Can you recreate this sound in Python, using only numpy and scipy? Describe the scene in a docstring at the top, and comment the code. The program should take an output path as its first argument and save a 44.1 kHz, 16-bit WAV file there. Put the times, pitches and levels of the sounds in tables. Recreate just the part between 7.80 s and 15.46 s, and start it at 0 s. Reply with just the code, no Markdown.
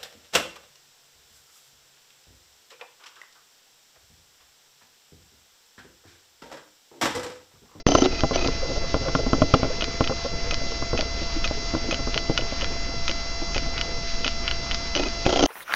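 """At a wooden toy, a hand-held camera close to it hears mostly itself, through one microphone on its body.
A small motor whines as harmonics of its gear tooth rate, over coloured-noise hiss and rumble and a mains hum.
The lens drive ticks in short groups and sings on long moves: snaps ring barrel modes, step rates give tones.
Knocks, finger rustle and creaks under the grip ring the casing modes.
After a faint scrap and a near-silent gap, a splice brings the full sound in with a pop."""
import sys
import numpy as np
from scipy import signal
from scipy.fft import rfft, irfft
from scipy.io import wavfile
from scipy.ndimage import uniform_filter1d

SR = 44100
rng = np.random.default_rng(int(sys.argv[2]) if len(sys.argv) > 2 else 0)


def master_out(mix):
    """Clip the mix to full scale and print it as 16-bit PCM to the path in sys.argv[1]."""
    frames = np.transpose(np.atleast_2d(mix))
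    ceiling = np.clip(frames, -1, 1)
    pcm = np.round(ceiling * 32767).astype(np.int16)
    wavfile.write(sys.argv[1], SR, pcm)


N = 337982
T = np.arange(N) / SR
FRAME_S = 1 / 29.97  # the lens drive acts once per picture frame
FIRST_TOUCH, TOUCH_LEAD_MS = 0.083, 0.7  # parts graze, at this share of the strike, just before they strike


def undb(db):
    """Decibels to amplitude."""
    return 10 ** (np.asarray(db) / 20)


def curve(table):
    """Straight lines between the (start_s, value) points of a table."""
    s, value = np.transpose(table)
    return np.interp(T, s, value)


def unit(x):
    """Scale to an rms of 1."""
    return x / np.sqrt(np.mean(x ** 2))


def walk(rate):
    """Random levels held 1 / rate s and slewed twice; spread 1."""
    k = int(SR / rate)
    held = np.repeat(rng.standard_normal(N // k + 1), k)
    return unit(uniform_filter1d(uniform_filter1d(held, k), k)[:N])


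def ring(hz, t60, size=4500):
    """One decaying mode, 60 dB down after t60 seconds."""
    t = np.arange(size) / SR
    return np.sin(2 * np.pi * hz * t) * np.exp(-np.log(1000) * t / t60)


def gate(length, edge=0.001):
    """Time axis and a flat envelope with short ramps, in seconds."""
    t = np.arange(int(length * SR)) / SR
    return t, np.clip(np.minimum(t, length - t) / edge, 0, 1)


def lowpass(x, order, hz):
    """Butterworth low-pass."""
    return signal.lfilter(*signal.butter(order, hz, fs=SR), x)


def add(out, s, x):
    """Mix a sound in at time s."""
    i = int(s * SR)
    out[i:i + len(x)] += x[:max(N - i, 0)]


# colour of the background at the microphone: pitch_hz [Hz], level_db [dB per Hz, relative]
FLOOR_COLOUR = [(8, 7), (30, 0), (60, -10.5), (104, -16.5), (250, -19), (555, -27), (800, -27),
                (1300, -28.5), (1700, -31), (2300, -29.5), (3200, -30.5), (4400, -30.5), (5100, -30),
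                (5800, -28.5), (6400, -31), (7000, -35.5), (8000, -55)]
FLOOR_DB = -28  # rms, before the splice gain


def floor():
    """Hiss and rumble: coloured noise in octave bands that each flicker in level."""
    hz = np.maximum(np.fft.rfftfreq(N, 1 / SR), 1)
    colour_hz, colour_db = np.transpose(FLOOR_COLOUR)
    colour = undb(np.interp(np.log(hz), np.log(colour_hz), colour_db))
    spectrum = rfft(rng.standard_normal(N)) * colour
    out = 0
    for octave in range(2, 15):
        share = np.clip(1 - np.abs(np.log2(hz) - octave), 0, 1)
        out = out + irfft(spectrum * share, N) * undb(2.0 * walk(22))
    return undb(FLOOR_DB) * unit(out)


HUM_HZ, HUM_DB = 60.9, -40.5  # dB rms, before the waver and the splice gain


def hum():
    """Mains hum: one low sine that wavers in level."""
    return np.sqrt(2) * undb(HUM_DB + 2.0 * walk(4.1)) * np.sin(2 * np.pi * HUM_HZ * T)


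PILOT_HZ, PILOT_DB = 7854, -45  # dB rms, before the splice gain and the top filters


def pilot():
    """A thin steady tone at the top: one sine."""
    return np.sqrt(2) * undb(PILOT_DB) * np.sin(2 * np.pi * PILOT_HZ * T)


# gear tooth rate of the motor, before its waver: start_s [s], pitch_hz [Hz]
TOOTH_RATE = [(0, 677.6), (1, 676.7), (2.2, 677.8), (3.4, 677.1), (4.4, 676.8), (5.2, 677.9), (6.2, 676.9),
              (7.66, 677.8)]
# whine partials: multiple [of the tooth rate], level_db [dB rms, before waver and splice gain]
WHINE_PARTIALS = [(1, -43), (2, -51), (3, -44), (4, -53), (5, -54.5), (6, -45.5), (7, -41.5), (8, -42.5),
                  (9, -51), (10, -59)]


def whine():
    """Motor whine: harmonics of the gear tooth rate; speed and each partial waver a little."""
    tooth_hz = curve(TOOTH_RATE) + 0.41 * walk(4) + 1.634 * walk(70)
    phase = 2 * np.pi * np.cumsum(tooth_hz) / SR
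    out = 0
    for multiple, db in WHINE_PARTIALS:
        level = undb(db + 0.7 * walk(25))
        out = out + level * np.sin(multiple * phase + 2 * np.pi * rng.random())
    return np.sqrt(2) * out


# modes of the casing around the microphone: pitch_hz [Hz], level_db [dB], t60_s [s]
# those above 900 Hz follow the hardness, those below 200 Hz the thump
CASING_MODES = [(103, -0.5, 0.032), (155, 0, 0.044), (272, -5.5, 0.091), (333, -1.5, 0.061),
                (460, -6.5, 0.057), (540, -2, 0.043), (633, 4, 0.03), (794, -4.5, 0.053), (905, -10, 0.021),
                (1040, 2.5, 0.026), (1206, 0, 0.025), (1373, 3.5, 0.026), (1330, -16, 0.0066)]
FAVOUR_DB, FAVOUR_OCTAVES = 8.5, 0.17  # modes near the strongest ring stand out


def casing(chance, hard_db, thump_db, strongest_hz, spread):
    """The casing's ring for one blow; every blow lands elsewhere and shifts the modes a little."""
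    x = 0
    for (hz, db, t60), gain, drift in zip(CASING_MODES, chance, chance[len(CASING_MODES):]):
        share_db = hard_db if hz > 900 else thump_db if hz < 200 else 0
        share_db += FAVOUR_DB * np.exp(-(np.log2(hz / strongest_hz) / FAVOUR_OCTAVES) ** 2)
        swing = -1 if 1100 < hz < 1250 else 1  # one mode swings against its neighbours
        level = undb(db + share_db + 2 * spread * gain)
        x = x + swing * level * ring(hz * (1 + spread * drift / 50), t60)
    return x


# finger rustle on the casing: start_s [s], level_db [dB, before the splice gain]
RUSTLE_LEVEL = [(0.07, -28), (0.24, -31), (0.49, -37), (1.0, -38), (1.6, -32), (2.0, -38.5), (3.39, -42),
                (3.94, -45.5), (4.19, -41), (4.5, -42), (4.62, -39), (4.78, -43), (5.27, -47.5),
                (6.26, -44.5), (7.3, -56), (7.66, -43)]


def rustle(count=350):
    """Small finger slips in clusters, mostly faint; each stretch of casing rings its own way."""
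    out = 0
    for chance in rng.standard_normal((5, 2 * len(CASING_MODES))):
        slips = np.zeros(N)
        strength = undb(0.76 * rng.exponential(size=count))
        slips[rng.integers(0, N, count)] = rng.choice([-1, 1], count) * strength
        clustered = lowpass(slips * undb(5.9 * walk(14)), 2, 600)
        out = out + signal.fftconvolve(clustered, casing(chance, -21.5, 0.55, 468, 3.03))[:N]
    return undb(curve(RUSTLE_LEVEL)) * unit(out)


# creaks of the casing under the grip:
# start_s [s], length_s [s], level_db [dB rms over the length], pitch_hz [Hz of the strongest ring]
GRIP_CREAKS = [(0.809, 0.034, -30, 520), (0.843, 0.023, -32.5, 500), (0.897, 0.027, -33.5, 560),
               (0.952, .035, -32, 640), (1.022, 0.028, -32.5, 520), (1.247, 0.04, -28, 500),
               (1.38, 0.024, -25, 533), (1.895, 0.027, -30, 550), (2.443, 0.026, -26.5, 523),
               (2.299, .03, -28.5, 490), (3.536, 0.04, -31, 324), (4.083, 0.015, -26, 317)]
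CREAK_SLIPS_PER_S, CREAK_HARD_DB, CREAK_THUMP_DB = 1300, 2.5, -12
CREAK_WIDTH = 0.3  # width of the slips' band as a share of the strongest ring


def creaks():
    """Stick-slip bursts that swell and fade ring the casing."""
    out = np.zeros(N)
    chances = rng.standard_normal((len(GRIP_CREAKS), 2 * len(CASING_MODES)))
    for (s, length, db, hz), chance in zip(GRIP_CREAKS, chances):
        t, on = gate(length, length / 3)
        when, strength = rng.random((2, len(t)))
        slips = on * (when < CREAK_SLIPS_PER_S / SR) * (2 * strength - 1)
        band = signal.lfilter(*signal.iirpeak(hz, 1 / CREAK_WIDTH, fs=SR), 8 * slips)
        x = signal.fftconvolve(0.3 * slips + band, casing(chance, CREAK_HARD_DB, CREAK_THUMP_DB, hz, 0.68))
        add(out, s, undb(db) * x / np.sqrt(np.mean(x[:len(t)] ** 2) + 1e-18))
    return out


# knocks on the casing: start_s [s], level_db [dB rms of the loudest 7 ms], hardness_db [dB],
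# build_up_ms [ms], pitch_hz [Hz of the strongest ring]
CASING_KNOCKS = [(0.1493, -6.5, 6, 5.9, 460), (0.328, -23, -14, 5.6, 450), (0.4346, -10.5, -3.5, 8.9, 264),
                 (0.509, -17.5, 2, 10, 484), (0.683, -17, 0, 7.5, 460), (0.886, -28, -20, 14, 140),
                 (1.142, -13, 1.5, 9, 495), (1.206, -27, -1, 30, 470), (1.164, -22, -18, 6.1, 480),
                 (1.283, -18, 4, 10, 530), (1.35, -12, 4.5, 7.5, 261), (1.464, -17.5, -4, 7, 264),
                 (1.531, -8, 1, 5.2, 264), (1.549, -18, -14.5, 5.1, 400), (1.618, -5.5, 2, 7.4, 266),
                 (1.637, -21, -29, 3.5, 460), (1.7379, 0.5, 2.5, 0.77, 500), (1.756, -20.5, -14, 7.6, 300),
                 (1.799, -28, -13, 4.5, 420), (1.83, -12.5, -2.5, 2.8, 264), (1.844, -19.5, -5, 11.5, 465),
                 (2.078, -29, -6, 2, 533), (2.2068, -9.5, -0.5, 5.9, 264), (2.296, -18.5, -1.5, 9.1, 258),
                 (2.321, -22, 3, 4.6, 480), (2.391, -35, 1, 4, 463), (2.553, -32, -12, 4.4, 513),
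                 (2.643, -30.5, -4, 3.7, 520), (2.73, -29, -9, 4, 620), (2.772, -32.5, -18, 12, 476),
                 (2.814, -28, -12, 6, 520), (2.868, -29, -18, 4.5, 514), (2.919, -26, 0, 4.7, 460),
                 (3.023, -21, 2, 9.5, 230), (3.131, -16.5, -4.5, 12, 450), (3.15, -22.5, -5, 4, 450),
                 (3.225, -25, -8, 6.5, 482), (3.257, -32, -6, 6, 270), (3.416, -24.5, -7, 5.6, 200),
                 (3.71, -18.5, -11, 1.4, 660), (3.9369, -20.5, -3, 12.4, 328), (3.949, -19, 3, 4, 460),
                 (3.965, -25.5, -24, 11, 330), (4.042, -29, -15, 4.8, 500), (4.191, -28.5, 1, 18, 394),
                 (4.272, -21, 0, 11, 405), (4.4967, -12.5, -11, 7.3, 480), (4.512, -27.5, -23, 7.3, 270),
                 (4.723, -25, -8, 6.6, 528), (4.907, -27.5, -8, 8.3, 522), (4.954, -33, -15, 12, 560),
                 (5.09, -33, -14, 5, 535), (5.618, -27.5, -26, 9.2, 320), (5.861, -27.5, -2, 11.5, 600),
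                 (7.4535, -32, -8, 4.6, 610), (7.463, -10.5, -7, 5.6, 615)]
THUMP_DB, THUMP_PER_HARD_DB = -1.5, 0.5  # soft blows stir the low modes less too
THUD_AFTER_S, THUD_HARD_DB, THUD_HZ = 0.014, -16.5, 580  # casing thud of a focus move
CASING_TOP_HZ = 1570  # the casing passes little above this


def knocks():
    """A graze and a first blow, longer when soft, then a scatter of duller bounces, ring the casing."""
    out = np.zeros(N)
    t = np.arange(1500) / SR

    def push(after, hard_db):
        softness = undb(-0.4 * min(hard_db, 0))
        return np.maximum(t - after, 0) * np.exp(-(t - after) / (0.000074 * softness))

    thuds = [(row[0] + THUD_AFTER_S, row[9], THUD_HARD_DB, 7.5, THUD_HZ) for row in FOCUS_MOVES]
    rows = CASING_KNOCKS + thuds
    chances = rng.standard_normal((len(rows), 2 * len(CASING_MODES) + len(t)))
    for (s, db, hard_db, ms, hz), chance in zip(rows, chances):
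        scatter = 0.1 * chance[-len(t):] * (t * 1000 / ms) * np.exp(-t * 1000 / (0.6 * ms))
        bounces = lowpass(scatter, 2, 600)
        strike = FIRST_TOUCH * push(0, hard_db) + push(TOUCH_LEAD_MS / 1000, hard_db)
        blows = bounces - np.exp(-ms / 14) * strike / strike.sum()
        x = signal.fftconvolve(blows, casing(chance, hard_db, THUMP_DB + THUMP_PER_HARD_DB * hard_db, hz, 1.0))
        x = lowpass(x, 3, CASING_TOP_HZ)
        add(out, s, undb(db) * x / np.sqrt(uniform_filter1d(x ** 2, size=300).max()))
    return out


# modes of the lens carriage: pitch_hz [Hz], level_db [dB], t60_s [s]
# those above 400 Hz follow the brightness
CARRIAGE_MODES = [(274.7, 0.5, 0.091), (372, -1.5, 0.095), (445, -8, 0.08), (619, 6, 0.013),
                  (688, -10.5, 0.051), (824, -5.5, 0.02), (1060, -11, 0.025), (1336, -11.5, 0.042),
                  (1560, -28, 0.022)]
GRIND_S, GRIND_BRIGHT_DB = 0.028, 2
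GRIND_OVER_DRIVE_DB = 8.5  # rumble of the carriage over the level of the burst that moves it


def grind():
    """Each zoom burst drags the carriage along its rail: gritty pushes into the carriage modes."""
    pushes = np.zeros(N)
    t, on = gate(GRIND_S, 0.0047)
    moves = [(row[0], row[1], row[3]) for row in FAST_ZOOMS] + SLOW_ZOOMS
    for s, frames, db in moves:
        for k in range(round(frames)):
            add(pushes, s + k * FRAME_S, undb(db) * on * rng.standard_normal(len(t)))
    body = 0
    for k, (hz, db, t60) in enumerate(CARRIAGE_MODES):
        level = undb(db + (GRIND_BRIGHT_DB if hz > 400 else 0))
        body = body + (-1) ** k * level * ring(hz, t60)
    body = body / np.sqrt(np.sum(body ** 2))
    return undb(GRIND_OVER_DRIVE_DB) * signal.fftconvolve(pushes, body)[:N]


# jolts of the lens carriage while it travels, each with a tick of the barrel:
# start_s [s], level_db [dB, relative], tick_db [dB peak]
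CARRIAGE_JOLTS = [(0.0717, -25, -18), (0.0862, -13, -10.5), (0.104, -22, -22), (0.1182, -14.5, -10.5),
                  (.132, -34, -21), (0.1514, -16, -8), (0.1737, -19, -22), (0.1852, -15.5, -13.5),
                  (0.194, -38, -32), (0.207, -40, -26), (0.22, -10, -11), (0.229, -24, -19),
                  (0.25, -33, -12.5), (0.2579, -16, -9), (0.524, -28, -31), (.536, -31, -23),
                  (.547, -34, -27), (0.558, -23, -8), (0.579, -30, -25), (0.5912, -24.5, -16.5),
                  (.625, -31, -26), (0.6461, -23, -15), (0.6604, -20, -19), (7.163, -25, -8),
                  (7.196, -18.5, -13.5), (7.235, -36, -12.5), (7.27, -41, -32), (7.493, -19, -11),
                  (7.505, -28, -14), (7.5266, -21, -10), (7.539, -47, -15), (7.5599, -19, -8),
                  (7.573, -37, -11.5), (7.5932, -18, -7), (7.607, -21, -11), (7.6265, -10.5, -7.5),
                  (7.637, -17.5, -5.5), (7.658, -20, -10)]
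DULL_JOLT_DB, BRIGHT_PER_TICK_DB = -2, 0.6829  # the louder the tick over its jolt, the brighter the jolt
CHATTER, CHATTER_S, CHATTER_HZ = 0.061, 0.0049, 447  # the carriage chatters on, above this pitch
JOLT_BUILD_S, JOLT_PUSH_MS = 0.0023, 0.41  # the carriage strains, then gives with a short push


def jolts():
    """The carriage strains, gives with a push, then chatters; its modes swing opposite ways in pairs."""
    out = np.zeros(N)
    t = np.arange(-400, 1000) / SR
    strain = CHATTER * np.where(t < 0, np.exp(t / JOLT_BUILD_S), np.exp(-t / CHATTER_S))
    soft_push = np.exp(-(t * 1000 / JOLT_PUSH_MS) ** 2)
    chances = rng.standard_normal((len(CARRIAGE_JOLTS), len(CARRIAGE_MODES) + len(t)))
    for (s, db, tick_db), chance in zip(CARRIAGE_JOLTS, chances):
        bright_db = DULL_JOLT_DB + BRIGHT_PER_TICK_DB * (tick_db - db)
        body = 0
        for k, ((hz, mode_db, t60), gain) in enumerate(zip(CARRIAGE_MODES, chance)):
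            level = undb(mode_db + (bright_db if hz > 400 else 0) + 1.4 * gain)
            body = body + (-1) ** ((k + 1) // 2) * level * ring(hz, t60)
        chatter = signal.lfilter(*signal.butter(2, CHATTER_HZ, "highpass", fs=SR), strain * chance[-len(t):])
        pushes = chatter + soft_push / soft_push.sum()
        add(out, s + t[0], undb(db) * signal.fftconvolve(body, pushes))
    return out


# slow zoom moves, one burst a frame: start_s [s], frames [count], level_db [dB, relative]
SLOW_ZOOMS = [(0.31, 2, -44), (.377, 1, -43), (.573, 2, -39), (0.641, 1, -37), (7.185, 3, -37)]
# harmonics of the slow steps: multiple [of the step rate], level_db [dB]
NUDGE_HARMONICS = [(1, -3), (2, 6), (3, -9.5), (5, -4)]
NUDGE_HZ, NUDGE_S = 1259, 0.024  # step rate, length of a burst
NUDGE_GRIT, BUZZ_GRIT = 2.2, 2.2  # gear hiss against the harmonics, in zoom and focus moves
BUZZ_AFTER_S, BUZZ_FADE_S = 0.001023, 0.008


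def nudges():
    """Slow steps buzz on harmonics of the step rate: held in zoom moves, dying at once in focus moves."""
    out = np.zeros(N)
    t, held = gate(NUDGE_S, 0.0029)
    dying = np.minimum(t / 0.0025, 1) * np.exp(-t / BUZZ_FADE_S)
    bursts = [(s + k * FRAME_S, held, db, NUDGE_GRIT)
              for s, frames, db in SLOW_ZOOMS for k in range(round(frames))]
    bursts += [(row[0] + BUZZ_AFTER_S, dying, row[8], BUZZ_GRIT) for row in FOCUS_MOVES]
    tone = sum(undb(db) * np.sin(2 * np.pi * k * NUDGE_HZ * t + k) for k, db in NUDGE_HARMONICS)
    gears = signal.butter(2, [1900, 4500], "bandpass", fs=SR)
    for s, on, db, grit in bursts:
        gear_hiss = signal.lfilter(*gears, rng.standard_normal(len(t)))
        add(out, s, undb(db) * on * (tone + grit * gear_hiss))
    return out * undb(2.5 * walk(200))  # the buzz is uneven


# fast zoom moves, one burst a frame: start_s [s], frames [count], pitch_hz [Hz, step rate],
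# level_db [dB, relative], octave_db [dB share of the octave], roughness [0-1]
FAST_ZOOMS = [(0.0708, 5, 3053, -34, 8, 0.1), (.237, 1, 3850, -31.5, -21, 0.86),
              (.545, 1, 2970, -37, 7, 0.4), (7.152, 1, 2990, -33, 4.5, 0.2),
              (7.452, 1, 2526, -31, -20, 0.5), (7.4866, 4, 3210, -32, -12, 0.6),
              (7.62, 2, 3080, -29.5, 3, 0.34)]
DRIVE_S = 0.023  # length of a burst


def drives():
    """Fast steps sing their rate and its octave, broken up as the gears slip, with gear hiss."""
    out = np.zeros(N)
    t, on = gate(DRIVE_S, 0.0018)

    def waver():
        return uniform_filter1d(rng.standard_normal(len(t)), size=90) * 9.5  # spread 1

    for s, frames, hz, db, octave_db, rough in FAST_ZOOMS:
        for k in range(round(frames)):
            phase = 2 * np.pi * np.cumsum(hz * (1 + 0.03 * rough * waver())) / SR
            tone = undb(5 * waver()) * np.sin(phase)
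            octave = undb(octave_db + 6 * rough * waver()) * np.sin(2 * phase)
            gear_hiss = (0.8 + rough) * rng.standard_normal(len(t))
            add(out, s + k * FRAME_S, undb(db) * on * (tone + octave + gear_hiss))
    return out


# lone lens ticks where a long move starts or ends:
# start_s [s], level_db [dB peak], treble_db [dB share], pitch_hz [Hz of the strongest ring]
LONE_TICKS = [(0.243, -17, -4, 3740), (0.2643, -16, -8, 2920), (0.4061, -8, 14, 3140),
              (0.6738, -7.5, 23, 2550), (7.1511, -5, 4, 2940), (7.174, -9.5, 4, 3000),
              (7.2848, -16.5, 23, 2556), (7.4641, -8, 2, 2340)]
# focus moves, one frame long: start_s [s], start_tick_db [dB peak], start_pitch_hz [Hz],
# slip_after_ms [ms], slip_tick_db [dB peak], stop_tick_db [dB peak], stop_pitch_hz [Hz],
# stop_treble_db [dB share], buzz_db [dB, relative], casing_thud_db [dB rms of the loudest 7 ms]
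FOCUS_MOVES = [(2.0082, -10.5, 3280, 13.7, -8.5, -7.5, 2480, 9.5, -29, -24.5),
               (2.241, -12, 2540, 6, -23, -7.5, 3030, 2.5, -35, -32),
               (2.709, -9, 2900, 26, -19, -7, 2550, 18, -26, -26.5),
               (3.1753, -11.5, 2580, 16, -13, -5.5, 2550, 10, -29, -20),
               (3.6423, -7.5, 2830, 15, -20, -10, 2550, 12, -23, -30),
               (4.11, -9.5, 2550, 16.7, -12, -9, 3000, 3, -24, -21.5),
               (4.343, -7, 2870, 16, -21, -2.5, 3020, 3, -36, -24),
               (4.576, -1.5, 2980, 20, -25, -16, 2960, -8, -32, -23),
               (4.8103, -12, 2980, 9.1, -12.5, -8.5, 2600, 5, -41, -26.5),
               (5.2792, -6, 2580, 15.3, -10.5, -9.5, 2320, 10, -26, -25.5),
               (5.7458, -11, 2550, 18.5, -13, -7.5, 2500, 10, -26, -21),
               (5.9786, -9.5, 2930, 9, -18, -5, 2960, 4, -36, -33),
               (6.4445, -6.5, 3000, 20, -10, -5, 2940, 4, -23.5, -26.5),
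               (6.6782, -5.5, 3100, 6.3, -15, -6.5, 3020, 4, -47, -45),
               (6.9115, -8.5, 3100, 5.3, -13.5, -7, 2580, 19, -45, -32.5)]
# slow steps as a move gathers speed: start_s [s], length_s [s], steps_per_s [1/s], level_db [dB peak]
SLOW_STEPS = [(0.533, .027, 285, -18.5)]
START_TREBLE_DB, SLIP_TREBLE_DB, SLIP_HZ = 1.5, -19.5, 2980
RATCHET_HZ, RATCHET_TREBLE_DB = 2330, 7
JOLT_TICK_HZ, JOLT_TICK_SPREAD_HZ, JOLT_TREBLE_DB = 2970, 130, 7
SHAKE_PER_KNOCK_DB, SHAKE_AFTER_S, SHAKE_HZ = 1.5, 0.0004, 2680  # a loud hard knock makes the lens tick


def tick_rows():
    """Every barrel tick as (s, dB, treble dB, Hz): lone, focus, slow steps, jolts, hard knocks."""
    rows = list(LONE_TICKS)
    for s, start_db, start_hz, slip_ms, slip_db, stop_db, stop_hz, treble_db, _, _ in FOCUS_MOVES:
        rows.append((s, start_db, START_TREBLE_DB, start_hz))
        rows.append((s + slip_ms / 1000, slip_db, SLIP_TREBLE_DB, SLIP_HZ))
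        rows.append((s + FRAME_S, stop_db, treble_db, stop_hz))
    for s, length, rate, db in SLOW_STEPS:
        rows += [(step, db, RATCHET_TREBLE_DB, RATCHET_HZ) for step in np.arange(s, s + length, 1 / rate)]
    for (s, _, tick_db), chance in zip(CARRIAGE_JOLTS, rng.standard_normal(len(CARRIAGE_JOLTS))):
        rows.append((s, tick_db, JOLT_TREBLE_DB, JOLT_TICK_HZ + JOLT_TICK_SPREAD_HZ * chance))
    for s, db, hard_db, _, _ in CASING_KNOCKS:
        shake_db = SHAKE_PER_KNOCK_DB * db + hard_db
        if shake_db > -24:  # fainter ones drown in the hiss
            rows.append((s + SHAKE_AFTER_S, shake_db, 0, SHAKE_HZ, True))
    return rows


# modes of the lens barrel: pitch_hz [Hz], level_db [dB], t60_s [s]
# those above 3900 Hz follow the treble share
BARREL_MODES = [(1442, -7.5, 0.033), (1940, -37.5, 0.0013), (2470, -29.5, 0.0083), (3260, 12, 0.0032),
                (4130, -4.5, 0.0046), (4760, 1.5, 0.0051), (5400, -10.5, 0.0092), (5450, -13.5, 0.00098)]
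TICK_RING_S, SHAKE_RING_S = 0.018, 0.004  # t60 of the strongest ring; a shaken lens hardly rings


def ticks():
    """A graze and a broadband snap ring the lens barrel, then a weak rebound and a gritty tail."""
    out = np.zeros(N)
    t = np.arange(600) / SR
    snap = signal.butter(2, [1000, 7000], "bandpass", fs=SR, output="sos")
    rows, lead, modes = tick_rows(), int(TOUCH_LEAD_MS * SR / 1000), len(BARREL_MODES)
    grit = 0.054 * np.exp(-np.abs(t * 1000 - TOUCH_LEAD_MS) / 0.14) + 0.021 * np.exp(-t / 0.017)
    chances = rng.standard_normal((len(rows), 2 * modes + 1 + len(t)))
    for (s, db, treble_db, strongest_hz, *shaken), chance in zip(rows, chances):
        x = ring(strongest_hz, SHAKE_RING_S if shaken else TICK_RING_S, size=1500)
        x[0] = 2.2  # the bare contact
        for (hz, mode_db, t60), gain, drift in zip(BARREL_MODES, chance, chance[modes:]):
            level = undb(mode_db + (treble_db if hz > 3900 else 0) + 1.0 * gain)
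            x = x + level * ring(hz * (1 + 0.03 * drift), t60, size=1500)
        contact = chance[-len(t):] * grit
        contact[0], contact[lead] = FIRST_TOUCH, 1
        rebound_s = 0.0032 + 0.0008 * np.tanh(chance[2 * modes])
        contact[int(SR * rebound_s)] += 0.25
        x = signal.sosfilt(snap, signal.fftconvolve(x, contact))
        add(out, s, undb(db) * x / np.abs(x).max())
    return out


# level of the steady sources around the splice: start_s [s], level_db [dB gain]
SPLICE_LEVEL = [(0, -3.5), (.024, -18), (.034, -59), (.062, -38), (.066, 1), (8, 2)]
POP_S, POP_MS = 0.0667, 1.31  # start and length of the step at the splice


def scene():
    """All sources reach one microphone through the camera body; a brief full step at the splice makes the pop."""
    steady = (floor() + hum() + pilot() + whine() + rustle()) * undb(curve(SPLICE_LEVEL))
    pop = (T > POP_S) & (T < POP_S + POP_MS / 1000)
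    handling = creaks() + knocks()
    lens = grind() + jolts() + nudges() + drives() + ticks()
    return (steady + pop + handling + lens)[None]


TOP_HZ = 6900


def record(dry):
    """The microphone input clips just under full scale and steep filters cut the top."""
    clipped = np.clip(dry, -0.9, 0.9)
    slope = signal.sosfilt(signal.cheby1(8, 1, TOP_HZ, fs=SR, output="sos"), clipped)
    return signal.sosfilt(signal.ellip(8, 0.2, 40, 8000, fs=SR, output="sos"), slope)


dry = scene()
out = record(dry)
master_out(out)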